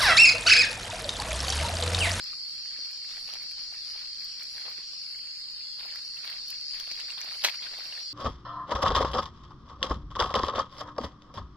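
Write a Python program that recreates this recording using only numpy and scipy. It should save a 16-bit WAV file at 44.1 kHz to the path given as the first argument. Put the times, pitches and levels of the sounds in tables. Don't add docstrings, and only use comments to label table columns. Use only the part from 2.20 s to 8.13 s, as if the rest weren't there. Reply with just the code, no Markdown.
import sys
import numpy as np
from scipy import signal
from scipy.io import wavfile
from scipy.ndimage import uniform_filter1d

SR = 44100
rng = np.random.default_rng(int(sys.argv[2]) if len(sys.argv) > 2 else 0)


def int16_out(signal):
    q = np.round(np.clip(np.atleast_2d(signal).T, -1, 1) * 32767)
    wavfile.write(sys.argv[1], SR, q.astype(np.int16))


def volts_from_db(level):
    exponent = np.asarray(level, float) / 20
    return 10 ** exponent


N = 261513

# frequency in Hz, density in dB per Hz.
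AIR_COLOUR = [(15, 0), (25, -14.5), (200, -14.5), (500, -23.5), (750, -25), (1400, -16.5), (3000, -9),
              (3900, -4), (5300, -86), (5500, -24), (6200, -22.5), (6500, -10.5), (9200, -20), (9600, -26),
              (15600, -30)]
# frequency in Hz, likeness from 0 to 1.
AIR_LIKENESS = [(30, 0.37), (250, 0.25), (600, 0), (1500, 0.15), (5000, 0), (12000, 0)]
# frequency in Hz, density in dB per Hz.
CHORUS_COLOUR = [(3500, -37), (3900, -24), (4010, -10.5), (4080, -10), (4300, -5), (4600, -1.5),
                 (5000, -2.5), (5200, -6.5), (5350, -8.5), (5600, -43)]
# time in seconds, level in dB.
CHORUS_SWELL = [(0.0, -37), (0.5, -38.5), (2.18, -38.5), (3.57, -39.5), (4.72, -38.5), (5.93, -39.5)]
# multiples of the wing stroke rate, and the level of each in dB rms.
TRILL_MULTIPLES = [58, 59, 60, 61, 62, 63, 64, 65]
TRILL_LEVELS = [-57, -62, -67, -52, -57, -51, -52, -61]
# start in seconds, length in seconds, level in dB.
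CRICKET_SONGS = [
    (-.1, 3.0, -54.5),
    (3.305, 0.02, -61),
    (3.545, 0.07, -63),
    (3.68, 2.4, -54.5),
]
# start in seconds, length in seconds, activity in dB,
# low body relative to it in dB.
FIRE_FLARES = [(-.02, 0.15, -54, -16), (0.424, 0.021, -64, -8), (0.502, 0.22, -57.5, -29),
               (0.878, 0.094, -51, -14), (1.062, 0.092, -49, -8), (1.196, 0.04, -55, -5.5),
               (1.374, 0.048, -56.5, -18), (1.517, 0.021, -54, -17), (1.655, 0.18, -53, -13.5),
               (1.988, 0.043, -58, -21), (2.197, 0.017, -48, -13), (2.337, 0.13, -50, -10.5),
               (2.444, 0.056, -46.5, -4.5), (2.561, 0.026, -50.5, -30), (2.84, 0.095, -62.5, -32),
               (3.578, 0.18, -49, -8.5), (3.96, 0.1, -55, -8.5), (4.029, .12, -45, -11.5),
               (4.287, 0.063, -52.5, -17), (4.531, 0.1, -48.5, -14), (4.657, 0.088, -49, -31),
               (4.768, 0.055, -46.5, -11), (4.872, 0.054, -46.5, -12.5), (4.968, 0.18, -45, -10.5),
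               (5.212, 0.08, -38.5, -13), (5.282, 0.063, -44.5, -18), (5.404, 0.063, -45, -9.5),
               (5.499, 0.3, -48, -7)]
# frequency in Hz, density in dB per Hz.
EMBER_COLOUR = [(590, -54), (1000, -18), (2210, -7.5), (2980, -9), (4450, 0), (5350, -13), (5800, -15),
                (6150, -20), (9500, -19), (12500, -17), (15600, -29.5)]
# time in seconds, peak in dB, left-right difference in dB.
SAP_SPITS = [(0.039, -42.5, 12), (0.7123, -41, 1.5), (0.848, -43, 2), (1.1363, -40.5, 4), (1.23, -43.5, 12),
             (1.3136, -48, -11), (2.046, -41, 10), (2.2314, -40, 13), (2.5012, -42, -8), (2.72, -48, 6),
             (3.198, -48, -6), (3.311, -50, -7), (3.7589, -38.5, -2), (4.0243, -50, -2), (4.0547, -49, 15),
             (4.0991, -46, 1.0), (4.284, -36, 7), (4.3034, -27.5, 5), (4.41, -45, 6), (4.599, -40, 10),
             (4.716, -42, -7), (4.9043, -50, 2), (5.008, -37, 11), (5.0449, -39, -2), (1.0, -44, 3),
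             (3.6227, -47, 2), (3.66, -41, 3), (4.8025, -44, 2), (5.585, -44, 2), (5.64, -41, 3),
             (5.673, -44, 3)]
# time in seconds, peak in dB, ring in Hz, left-right difference in dB.
BARK_TICKS = [(0.04, -37, 5000, 23), (1.1376, -24.5, 5060, 1), (1.3156, -31, 4450, 9.5),
              (2.204, -60, 4550, -3), (2.231, -38.5, 6000, -5), (3.759, -34, 5000, 0),
              (4.3045, -32, 5500, 1), (4.41, -38, 6500, -3), (4.6, -24, 5000, 0), (4.7145, -21, 4600, 0),
              (4.7215, -26, 4800, 1), (4.727, -45, 6100, -7), (4.8, -30, 6000, -2), (4.904, -28, 4500, 1),
              (4.9146, -31.5, 7040, 0), (5.015, -24.5, 5400, 0)]
# start in seconds, level in dB.
KATYDID_BUZZES = [
    (.16, -66),
    (.88, -63.5),
    (1.52, -66),
    (2.2, -64.5),
    (2.8, -67),
    (3.75, -68),
    (4.45, -65.5),
    (5.05, -60),
    (5.55, -68),
]
# time in seconds, peak in dB, ring in Hz, brightness in dB.
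LEFT_LOG_POPS = [(0.129, -42, 1280, -33), (0.437, -49, 2340, -26), (0.511, -40, 1940, -34),
                 (0.561, -39, 1940, -23), (0.968, -37, 1760, -20), (1.313, -35, 2730, -12),
                 (2.199, -32, 3730, -21), (2.379, -35, 1870, -15), (2.452, -54, 2780, -23),
                 (2.532, -40.5, 2180, -31), (3.411, -39, 2540, -32), (4.556, -45, 2750, -9),
                 (4.714, -42, 2360, -40)]
# time in seconds, peak in dB, ring in Hz, brightness in dB.
HEART_POPS = [(0.456, -37, 2000, -42), (1.089, -35, 2700, -23), (1.136, -49, 3500, -12),
              (2.018, -39.5, 2420, -16), (0.820, -45, 2050, -30), (0.846, -40, 2020, -30),
              (0.9133, -44, 2380, -34), (0.947, -52, 2060, -35), (0.979, -38, 1640, -28),
              (1.104, -57, 2200, -28), (1.155, -38, 2090, -32), (1.218, -43, 1920, -34),
              (2.758, -42, 2700, -25), (2.833, -45, 2600, -24), (2.865, -45, 2380, -28),
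              (2.9472, -39, 2220, -28), (2.99, -40, 2180, -26), (3.032, -48, 2620, -21),
              (3.072, -42, 2260, -20), (3.5688, -56, 3400, -36), (3.6227, -37, 3400, -24),
              (3.711, -47, 2490, -24), (4.068, -35, 3020, -13), (5.2844, -19, 2220, -28),
              (5.2955, -26, 2300, -30), (2.481, -54, 2800, -22), (3.528, -44, 3520, -27),
              (3.758, -36.5, 1860, -19), (3.969, -35, 2760, -15), (4.032, -38.5, 2330, -41),
              (4.054, -36.5, 1900, -9.5), (4.102, -36.5, 1800, -9), (4.327, -35, 2340, -34.5),
              (4.504, -39, 2580, -19), (5.014, -31, 2300, -28), (5.194, -40, 2240, -18),
              (5.346, -32, 2210, -20), (5.391, -34.5, 2050, -26), (5.428, -25, 3370, -43),
              (5.466, -33.5, 1530, -33), (5.548, -36, 2170, -33), (5.585, -34, 3670, -12),
              (5.673, -42, 1600, -12), (5.703, -50, 2150, -17), (5.724, -28, 2780, -33),
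              (5.775, -32, 2040, -24), (5.83, -41, 2780, -20)]
# time in seconds, peak in dB, ring in Hz, brightness in dB.
RIGHT_LOG_POPS = [
    (3.686, -37, 2130, -19),
    (4.303, -32, 3080, -17),
    (4.599, -25, 3380, -13),
    (4.673, -35, 3240, -18),
    (4.754, -31, 3290, -18),
    (4.802, -28, 2970, -18),
    (4.88, -55, 2310, -29),
    (4.903, -30, 2950, -27),
    (4.963, -56, 3400, -27),
    (5.762, -49, 2510, -11),
]
# time in seconds, peak in dB, ring in Hz.
LOG_KNOCKS = [(0.587, -54, 370), (0.978, -55, 536), (1.022, -55, 764), (1.089, -48.5, 910),
              (1.154, -45, 1150), (1.374, -58, 842), (1.415, -54.5, 790), (1.524, -54.5, 735),
              (1.758, -51, 1020), (2.461, -52, 719), (2.481, -45, 1000), (2.584, -53.5, 368),
              (2.732, -54.5, 1090), (3.655, -47, 870), (4.674, -49, 710), (4.841, -55, 476),
              (4.975, -45, 1100), (5.043, -49, 720), (5.532, -47, 710), (5.587, -45.5, 750)]
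# time in seconds, peak in dB, t60 in seconds.
FIBRE_SNAPS = [(5.2388, -21, .05), (5.242, -25, .03), (5.2445, -17, .02), (5.2465, -13, .012),
               (5.2477, -11, .012), (5.2495, -13, .012), (5.2515, -18, .014), (5.253, -22, .022),
               (5.2565, -22, .03), (5.2615, -25, .06), (5.269, -28, .05), (5.275, -28, .05),
               (5.2835, -30, .026), (5.295, -31, .04)]
# frequency in Hz, density in dB per Hz.
FIBRE_COLOUR = [(180, -40), (330, -12), (520, -11), (680, -2), (1500, -1), (2800, 3), (5600, 1),
                (9400, -17), (13600, -14), (15600, -40)]
# frequency in Hz, level in dB, t60 in seconds.
LOG_MODES = [(715, -4, 0.0083), (1000, 0, 0.038), (1780, 2, 0.086), (2380, 7, 0.021), (2780, -25, 0.038),
             (3400, 8, 0.02), (4170, 18, 0.022)]
# frequency in Hz, share of the time that a line is muted.
HOLE_SHARE = [(300, 0), (2300, .1), (3950, .22), (4050, 0), (5250, 0), (5600, .12), (6500, .2), (9300, .3),
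              (9800, .6), (14500, .6), (15000, .85)]
# frequency in Hz, half width in Hz, share of the time.
HOLE_BANDS = [(2430, 80, .62), (3050, 110, .75), (3460, 110, .85), (3880, 110, .8), (5440, 150, .88),
              (6110, 320, .9), (6780, 110, .66), (7150, 80, .5), (7900, 130, .8), (8120, 130, .78),
              (9550, 270, .9)]


def evened(x):
    return x / np.sqrt(np.mean(x ** 2) + 1e-20)


def read(points, hz):
    f, value = np.transpose(points)
    return np.interp(np.log(hz + 1), np.log(f + 1), value)


def colour(x, points):
    db = np.maximum(read(points, abs(np.fft.fftfreq(4096, 1 / SR))), -100)
    spectrum = np.exp(np.conj(signal.hilbert(np.log(volts_from_db(db)))))
    taps = np.fft.ifft(spectrum).real[:2048]
    taps = (taps / np.linalg.norm(taps)).reshape((1,) * (x.ndim - 1) + (-1,))
    return signal.oaconvolve(x, taps, axes=-1)[..., :N]


def resonate(x, hz, width):
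    turn = np.exp(2j * np.pi * hz * np.arange(x.shape[-1]) / SR)
    r = np.exp(-np.pi * width / SR)
    return 2 * (turn * signal.lfilter([(1 - r) ** 2], [1, -2 * r, r * r], x / turn + 1e-18)).real


def drift(per_s):
    knots = rng.standard_normal(int(N / SR * per_s) + 2)
    return np.interp(np.arange(N) / SR * per_s, np.arange(len(knots)), knots)


def strokes(per_s, jitter):
    turns = np.cumsum(per_s * (1 + jitter * drift(40))) / SR + rng.random()
    return np.diff(np.floor(turns), prepend=0.)


def bouts(start, length, db, rise, fall):
    t = np.arange(0, N + 64, 32)[:, None] / SR - start
    shape = np.clip(np.minimum(t / rise + .5, 1 + (length - t) / fall), 0, 1) ** 2
    return np.interp(np.arange(N) / 32, np.arange(len(t)), (shape * volts_from_db(db)).max(1))


def placed(x, pan_db, lag=0):
    return np.array([np.roll(x, lag), x]) * volts_from_db(np.array([[.5], [-.5]]) * pan_db)


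def trees(x, t60, wet_db):
    t = np.arange(SR // 2) / SR
    hits = rng.random((2, len(t))) < 2000 / SR
    taps = rng.choice([-1., 1.], (2, len(t))) * hits * volts_from_db(-60 * t / t60)
    return x + volts_from_db(wet_db) * signal.fftconvolve(x, taps / np.linalg.norm(taps[0]), axes=1)[:, :N]


def add(mix, s, sound):
    part = mix[:, round(s * SR):][:, :sound.shape[1]]
    part += sound[:, :part.shape[1]]


def burst(t60):
    return rng.standard_normal(2000) * volts_from_db(-60 * np.arange(2000) / SR / t60)


def air():
    frames, hz = N // 256 + 5, np.fft.rfftfreq(1024, 1 / SR)
    a, b, c, d, patches = rng.standard_normal((frames, 513, 5)).T
    patches = uniform_filter1d(patches, size=12, axis=0)
    patches = evened(uniform_filter1d(patches, size=14, axis=1))
    same = np.clip(read(AIR_LIKENESS, hz), -1, 1)[:, None]
    left = a + 1j * b
    right = same * left + np.sqrt(1 - same ** 2) * (c + 1j * d)
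    z = np.array([left, right]) * volts_from_db(read(AIR_COLOUR, hz)[:, None] + 1.7 * patches)
    return volts_from_db(-52) * evened(signal.istft(z, nperseg=1024, noverlap=768)[1][:, :N])


def chorus():
    far = rng.standard_normal((2, N))
    near = np.zeros((2, N))
    for hz in np.linspace(3950, 5300, num=16):
        per_s, pan, lag, throb = rng.random(size=4)
        scrapes = strokes(50 + 110 * per_s, .03) * rng.uniform(0.47, 1, N)
        song = evened(resonate(scrapes, hz, 400)) * volts_from_db(5. * drift(4 + 8 * throb))
        near += placed(song, 8 * (pan - .5), int(24 * lag) - 10)
    near = trees(near, 0.14, -0.89)
    both = evened(colour(far, CHORUS_COLOUR)) * 0.78 + evened(colour(near, CHORUS_COLOUR))
    s, db = np.transpose(CHORUS_SWELL)
    return volts_from_db(np.interp(np.arange(N) / SR, s, db) - .2) * evened(both)


def triller():
    strokes_per_s = 70.92
    turns = np.cumsum(strokes_per_s * (1 + 0.00018 * drift(1.995))) / SR
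    lines = np.zeros(N)
    for k, db in zip(TRILL_MULTIPLES, TRILL_LEVELS):
        lines += volts_from_db(db + 3 * drift(4)) * np.cos(2 * np.pi * k * turns + .3 * k * k)
    return placed(1.45 * lines, -6.5, 3)


def cricket():
    scrape = signal.oaconvolve(strokes(40.2, .15), signal.windows.hann(900))[:N] + .3
    song = np.zeros((2, N))
    for hz, db in [(5638, 0), (5728, -4), (5775, -8)]:
        mode = resonate(scrape * rng.standard_normal((2, N)), hz, 32)
        song += volts_from_db(db) * mode * volts_from_db(2.5 * drift(9))
    edge_s = .035
    level = bouts(*np.transpose(CRICKET_SONGS), edge_s, edge_s)
    return level * evened(song + .5 * song[::-1])


def rustle():
    snaps_per_s = 420
    size = volts_from_db(3.2 * np.minimum(rng.exponential(1, (3, N)), 4)) * rng.choice([-1., 1.], (3, N))
    snaps = size * (rng.random((3, N)) < snaps_per_s / SR)
    both = snaps[0] + 3.06 * snaps[1:]
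    spot = rng.integers(0, 9, N)
    rings = np.zeros((2, N))
    for k, hz in enumerate(np.geomspace(900, 3900, num=9)):
        rings += evened(signal.lfilter(*signal.iirpeak(hz, 4.5, SR), both * (spot == k)))
    fizz = colour(evened(both) + 1.6 * evened(rings), EMBER_COLOUR)
    body = resonate(snaps[0] + 0.51 * snaps[1:], 660, 560)
    start, length, db, body_db = np.transpose(FIRE_FLARES)
    rise_s, fall_s = 0.026, 0.079
    glow_db, glow_body_db = -60.5, -20.5
    bright = volts_from_db(glow_db) + bouts(start, length, db, rise_s, fall_s)
    dull = volts_from_db(glow_db + glow_body_db) + bouts(start, length, db + body_db, rise_s, fall_s)
    return bright * evened(fizz) + volts_from_db(-7.5) * dull * evened(body)


def thinned(x):
    return signal.lfilter(*signal.butter(2, [9000, 15500], "band", fs=SR), x)


def spits():
    out = np.zeros((2, N))
    for s, db, pan_db in SAP_SPITS:
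        tick = thinned(burst(0.012))
        add(out, s, volts_from_db(db - 4.0) * placed(tick / abs(tick).max(), pan_db))
    return out


def ticks():
    out = np.zeros((2, N))
    for s, db, hz, pan_db in BARK_TICKS:
        ring = resonate(np.r_[1., .3 * burst(.006)], hz, .45 * hz)
        add(out, s, volts_from_db(db + 1.0) * placed(ring / abs(ring).max(), pan_db, 2))
    return out


def katydid():
    buzz = resonate(strokes(350, 0.0073), 10660, 1900)
    start, db = np.transpose(KATYDID_BUZZES)
    length_s, rise_s, fall_s = 0.19, 0.24, 0.23
    level = bouts(start, length_s, db, rise_s, fall_s)
    return level * evened(trees(placed(buzz, 3., 1), .15, 3.))


def pops():
    out = np.zeros((2, N))
    for rows, pan_db in [(LEFT_LOG_POPS, 5), (HEART_POPS, 2.5), (RIGHT_LOG_POPS, -1)]:
        for s, db, hz, bright_db in rows:
            puff = burst(.013)
            ring = resonate(puff, hz, 0.3 * hz)
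            edge = volts_from_db(bright_db + 9.5) * thinned(puff)
            add(out, s, volts_from_db(db - 3.5) * placed(ring / abs(ring).max() + edge, pan_db, 2))
    return out


def knocks():
    out = np.zeros((2, N))
    for s, db, hz in LOG_KNOCKS:
        ring = resonate(burst(0.016), hz, 0.8 * hz)
        add(out, s, volts_from_db(db + 4.5) * placed(ring / abs(ring).max(), 0., 1))
    return out


def crack():
    snaps, t = np.zeros((2, N)), np.arange(4000) / SR
    for s, db, t60 in FIBRE_SNAPS:
        spread = .2 * np.array([burst(t60), burst(t60)])
        add(snaps, s, volts_from_db(db) * (placed(burst(t60), 0.42, 3) + spread))
    log = sum(volts_from_db(db - 60 * t / t60) * np.sin(2 * np.pi * hz * t) for hz, db, t60 in LOG_MODES)
    ring = signal.fftconvolve(snaps, log[None] / np.linalg.norm(log), axes=1)[:, :N]
    ring = signal.lfilter(*signal.butter(3, 560, "high", fs=SR), ring)
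    return trees(volts_from_db(-4) * colour(snaps, FIBRE_COLOUR) + volts_from_db(-12) * ring, .08, -13.)


def scene():
    insects = chorus() + triller() + cricket() + katydid()
    snaps = trees(spits() + ticks() + pops() + knocks(), .08, -8.)
    return air() + insects + rustle() + snaps + crack()


def hollowed(x):
    hz, _, z = signal.stft(x, SR, nperseg=2048, noverlap=1536)
    power = uniform_filter1d((abs(z) ** 2).sum(0), size=4, axis=0)
    power = uniform_filter1d(power, size=3, axis=1) + 1e-20
    around = uniform_filter1d(np.log(power), size=48, axis=0)
    follows = .8 * ((hz < 4000) | (hz > 6450))
    stands = np.log(power) - follows[:, None] * around
    shut = [share * np.exp(-((hz - f) / width) ** 4) for f, width, share in HOLE_BANDS]
    muted = np.max([read(HOLE_SHARE, hz), *shut], axis=0)
    rank = (muted * (power.shape[1] - 1)).astype(int)
    limit = np.take_along_axis(np.sort(stands, axis=1), rank[:, None], axis=1)
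    return signal.istft(z * (stands >= limit), SR, nperseg=2048, noverlap=1536)[1][:, :N]


def low_pass(x):
    return signal.sosfilt(signal.butter(12, 15740, fs=SR, output="sos"), x)


def record(dry):
    holed = hollowed(dry)
    return low_pass(holed)


dry = scene()
out = record(dry)
int16_out(out)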